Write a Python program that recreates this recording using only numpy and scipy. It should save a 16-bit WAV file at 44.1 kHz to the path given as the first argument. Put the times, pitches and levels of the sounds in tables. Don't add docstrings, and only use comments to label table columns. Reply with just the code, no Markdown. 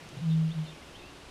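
import sys
import numpy as np
from scipy import signal
from scipy.fft import rfft, irfft
from scipy.io import wavfile
from scipy.ndimage import uniform_filter1d

SR = 44100
rng = np.random.default_rng(int(sys.argv[2]) if len(sys.argv) > 2 else 0)


def boost(x):
    u = np.asarray(x, float) / 20
    return 10 ** u


def put_to_file(sound):
    columns = np.atleast_2d(sound).T
    safe = np.clip(columns, -1, 1)
    whole_steps = np.round(safe * 32767)
    wavfile.write(sys.argv[1], SR, whole_steps.astype(np.int16))


N = 57330


def unit(x):
    return x / np.sqrt(np.mean(x ** 2))


def walk(rate_hz):
    hold = int(SR / rate_hz)
    steps = np.repeat(rng.standard_normal(N // hold + 1), hold)
    return 1.3 * uniform_filter1d(uniform_filter1d(steps, hold), hold)[:N]


def sine(pitch_hz):
    return np.sqrt(2) * np.sin(2 * np.pi * np.cumsum(pitch_hz) / SR)


def coloured(spectrum, swell_db, flicker_db):
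    spectrum_hz, spectrum_db = np.array(spectrum, float).T
    f_hz = np.fft.rfftfreq(N, 1 / SR) + 1e-3
    gain_db = np.interp(np.log(f_hz), np.log(spectrum_hz), spectrum_db, -90, -90)
    noise = rfft(rng.standard_normal(N)) * boost(gain_db)
    out, swell = 0, walk(3.2)
    for band in range(6, 29):
        share = np.cos(np.pi / 2 * np.clip(2 * np.log2(f_hz) - band, -1, 1)) ** 2
        out = out + irfft(noise * share, N) * boost(swell_db * swell + flicker_db * walk(9.37))
    return unit(out)


def note(t, start_s, length_s, from_hz, to_hz, level_db, wobble_hz):
    u = np.clip((t - start_s) / length_s, 0, 1)
    pitch_hz = from_hz + (to_hz - from_hz) * u + wobble_hz
    return boost(level_db) * np.sin(np.pi * u) ** .7 * sine(pitch_hz * (u > 0))


# [f/Hz, density/dB per Hz]
REED_HISS = [(120, -47), (200, -7.5), (277, -5.5), (352, -8), (462, -7.5), (1980, -15.5), (2850, -13.5),
             (10600, -31), (15500, -46.5)]
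# [f/Hz, density/dB per Hz]
MARSH_ROAR = [(53, -33), (90, -2.5), (172, -5.5), (200, -9), (260, -34.5), (440, -120)]
# [f/Hz, density/dB per Hz]
MIC_RUMBLE = [(7.1, -45), (12, -3.5), (65, 4), (77, -10), (90, -10), (120, -38), (200, -120)]
# [t/s, level/dB]
MIC_GUST = [(0, -75), (.08, -63), (.17, -62), (.26, -57), (.56, -58), (.7, -61), (1.05, -58), (1.2, -64.5),
            (1.3, -53)]


def wind(t):
    hiss_db, roar_db = -50.5, -59.5
    gust_s, gust_db = np.array(MIC_GUST, float).T
    hiss = boost(hiss_db) * coloured(REED_HISS, swell_db=0.47, flicker_db=.5)
    roar = boost(roar_db) * coloured(MARSH_ROAR, swell_db=3.5, flicker_db=-1.0)
    rumble = coloured(MIC_RUMBLE, swell_db=-1.0, flicker_db=0.5)
    return hiss + roar + boost(np.interp(t, gust_s, gust_db)) * rumble


# [f/Hz, level/dB, peak t/s, swell/s]
ENGINE_TONES = [
    (71.6, -58, 0.435, 0.11),
    (67, -59.5, .8, 0.16),
    (68.3, -56, 1.272, .05),
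    (285.4, -61, 1.055, 0.25),
]
# [f/Hz, width/Hz, level/dB, peak t/s, swell/s]
DRONES_BLURRED = [
    (169, 41, -53, 0.04, .06),
    (154.6, 12, -59, .86, .07),
    (345, 20, -61, 1.033, .05),
    (355, 25, -65, 0.75, 1),
]


def narrow(hz, width_hz):
    f_hz = np.fft.rfftfreq(N, 1 / SR)
    bell = np.exp(-((f_hz - hz) / width_hz) ** 2)
    return unit(irfft(rfft(rng.standard_normal(N)) * bell, N))


def far_engines(t):
    out = np.zeros(N)
    for hz, level_db, peak_s, swell_s in ENGINE_TONES:
        swell = np.exp(-((t - peak_s) / swell_s) ** 2)
        out += boost(level_db + 2.0 * walk(14.9)) * swell * sine(hz + 2.3 * walk(12.04))
    for hz, width_hz, level_db, peak_s, swell_s in DRONES_BLURRED:
        swell = np.exp(-((t - peak_s) / swell_s) ** 2)
        out += boost(level_db) * narrow(hz, width_hz) * swell
    return out


# [t/s, length/s, from f/Hz, to f/Hz, level/dB]
WARBLER_WHISTLES = [(.004, .011, 2300, 1750, -55), (.14, .035, 2550, 3300, -61),
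                    (.168, .024, 3300, 4050, -60), (.478, .036, 2600, 3250, -61),
                    (.504, .03, 3150, 3950, -55), (.513, .016, 3350, 3700, -53),
                    (.585, .02, 3320, 3260, -61), (.648, .02, 2980, 3150, -54),
                    (.745, .065, 2260, 2260, -63), (.815, .02, 2160, 2120, -60),
                    (.943, .028, 2800, 3480, -52), (.985, .03, 3720, 3580, -57.5),
                    (.982, .022, 2950, 2560, -60), (1.012, .055, 2460, 2780, -57),
                    (1.055, .055, 2730, 2770, -61), (1.21, .045, 2880, 2900, -63),
                    (1.245, .022, 2800, 2250, -60)]
# [t/s, length/s, f/Hz, level/dB]
WARBLER_CHURRS = [
    (.295, .047, 3650, -54),
    (.311, .036, 3250, -59),
    (.284, .046, 4030, -63),
    (.667, .047, 3610, -53.5),
    (.69, .04, 3250, -60),
    (.655, .035, 4100, -63),
]


def warblers(t):
    quaver_hz, flutter_db, whistle_wobble_hz = 400, 1.5, 30
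    churr_rate_hz, churr_depth, churr_wobble_hz = 87, .7, 55
    echo_t60_s, echo_db = .15, -6
    whistles = sum(note(t, *row, whistle_wobble_hz * walk(quaver_hz)) for row in WARBLER_WHISTLES)
    song = boost(flutter_db * walk(quaver_hz / 2)) * whistles
    for start_s, length_s, hz, level_db in WARBLER_CHURRS:
        throb = 1 - churr_depth * np.cos(2 * np.pi * churr_rate_hz * (t - start_s))
        wobble_hz = churr_wobble_hz * walk(quaver_hz)
        song = song + throb * note(t, start_s, length_s, hz, hz, level_db, wobble_hz)
    tail = rng.standard_normal(N // 4) * boost(-60 * t[:N // 4] / echo_t60_s)
    tail = tail / np.sqrt(np.sum(tail ** 2))
    return song + boost(echo_db) * signal.fftconvolve(song, tail)[:N]


# [t/s, level/dB, f/Hz, length/ms]
STEM_TICKS = [
    (.0903, -41.5, 6000, .35),
    (.0908, -49, 10000, .4),
    (.0906, -60, 13500, .4),
    (.0935, -54, 5800, .5),
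    (.1727, -44, 8000, .08),
]


def stem_ticks(t):
    out = np.zeros(N)
    for tick_s, level_db, hz, length_ms in STEM_TICKS:
        bell = np.exp(-((t - tick_s) * 1000 / length_ms) ** 2)
        out += boost(level_db) * bell * np.sin(2 * np.pi * hz * (t - tick_s))
    return out


# [t/s, length/s, f/Hz, level/dB]
AIR_GULPS = [
    (0.099, .04, 349.5, -52),
    (.122, 0.039, 140, -46),
    (.166, 0.025, 145, -36),
    (.182, 0.042, 140.4, -41),
]


def bittern_gulps(t):
    return sum(note(t, start_s, length_s, hz, hz, level_db, 0)
               for start_s, length_s, hz, level_db in AIR_GULPS)


# [t/s, f/Hz, level/dB]
BOOM_TRACK = [(.213, 170, -44), (.231, 166.5, -32), (.252, 165.5, -31.3), (.27, 161, -26.8),
              (.32, 160.6, -24.3), (.39, 160.3, -24.8), (.455, 160.2, -26.8), (.5, 159.6, -31.3),
              (.536, 168, -45)]
# [t/s, f/Hz, level/dB]
RETURN_TRACK = [(.545, 168, -42), (.565, 159.5, -33.5), (.59, 157, -29.3), (.628, 156.5, -33),
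                (.655, 156, -42), (.67, 157, -54), (.688, 157, -44.5), (.735, 156, -51), (.765, 156, -66)]


def bittern_boom(t):
    rise_s, fall_s = .008, 0.028
    track_s, track_hz, track_db = np.array(list(BOOM_TRACK) + list(RETURN_TRACK), float).T
    fade_in = np.clip((t - track_s[0]) / rise_s + 1, 0, 1)
    fade_out = np.clip((track_s[-1] - t) / fall_s + 1, 0, 1)
    pitch_hz = uniform_filter1d(np.interp(t, track_s, track_hz), size=400)
    swell = uniform_filter1d(np.interp(t, track_s, boost(track_db)), size=500)
    return fade_in * fade_out * swell * sine(pitch_hz)


def scene():
    t = np.arange(N) / SR
    bittern = bittern_gulps(t) + bittern_boom(t)
    return (wind(t) + far_engines(t) + warblers(t) + stem_ticks(t) + bittern)[None]


def band_limit(x):
    return signal.sosfilt(signal.butter(12, 15620, fs=SR, output="sos"), x)


def record(dry):
    return band_limit(dry)


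dry = scene()
out = record(dry)
put_to_file(out)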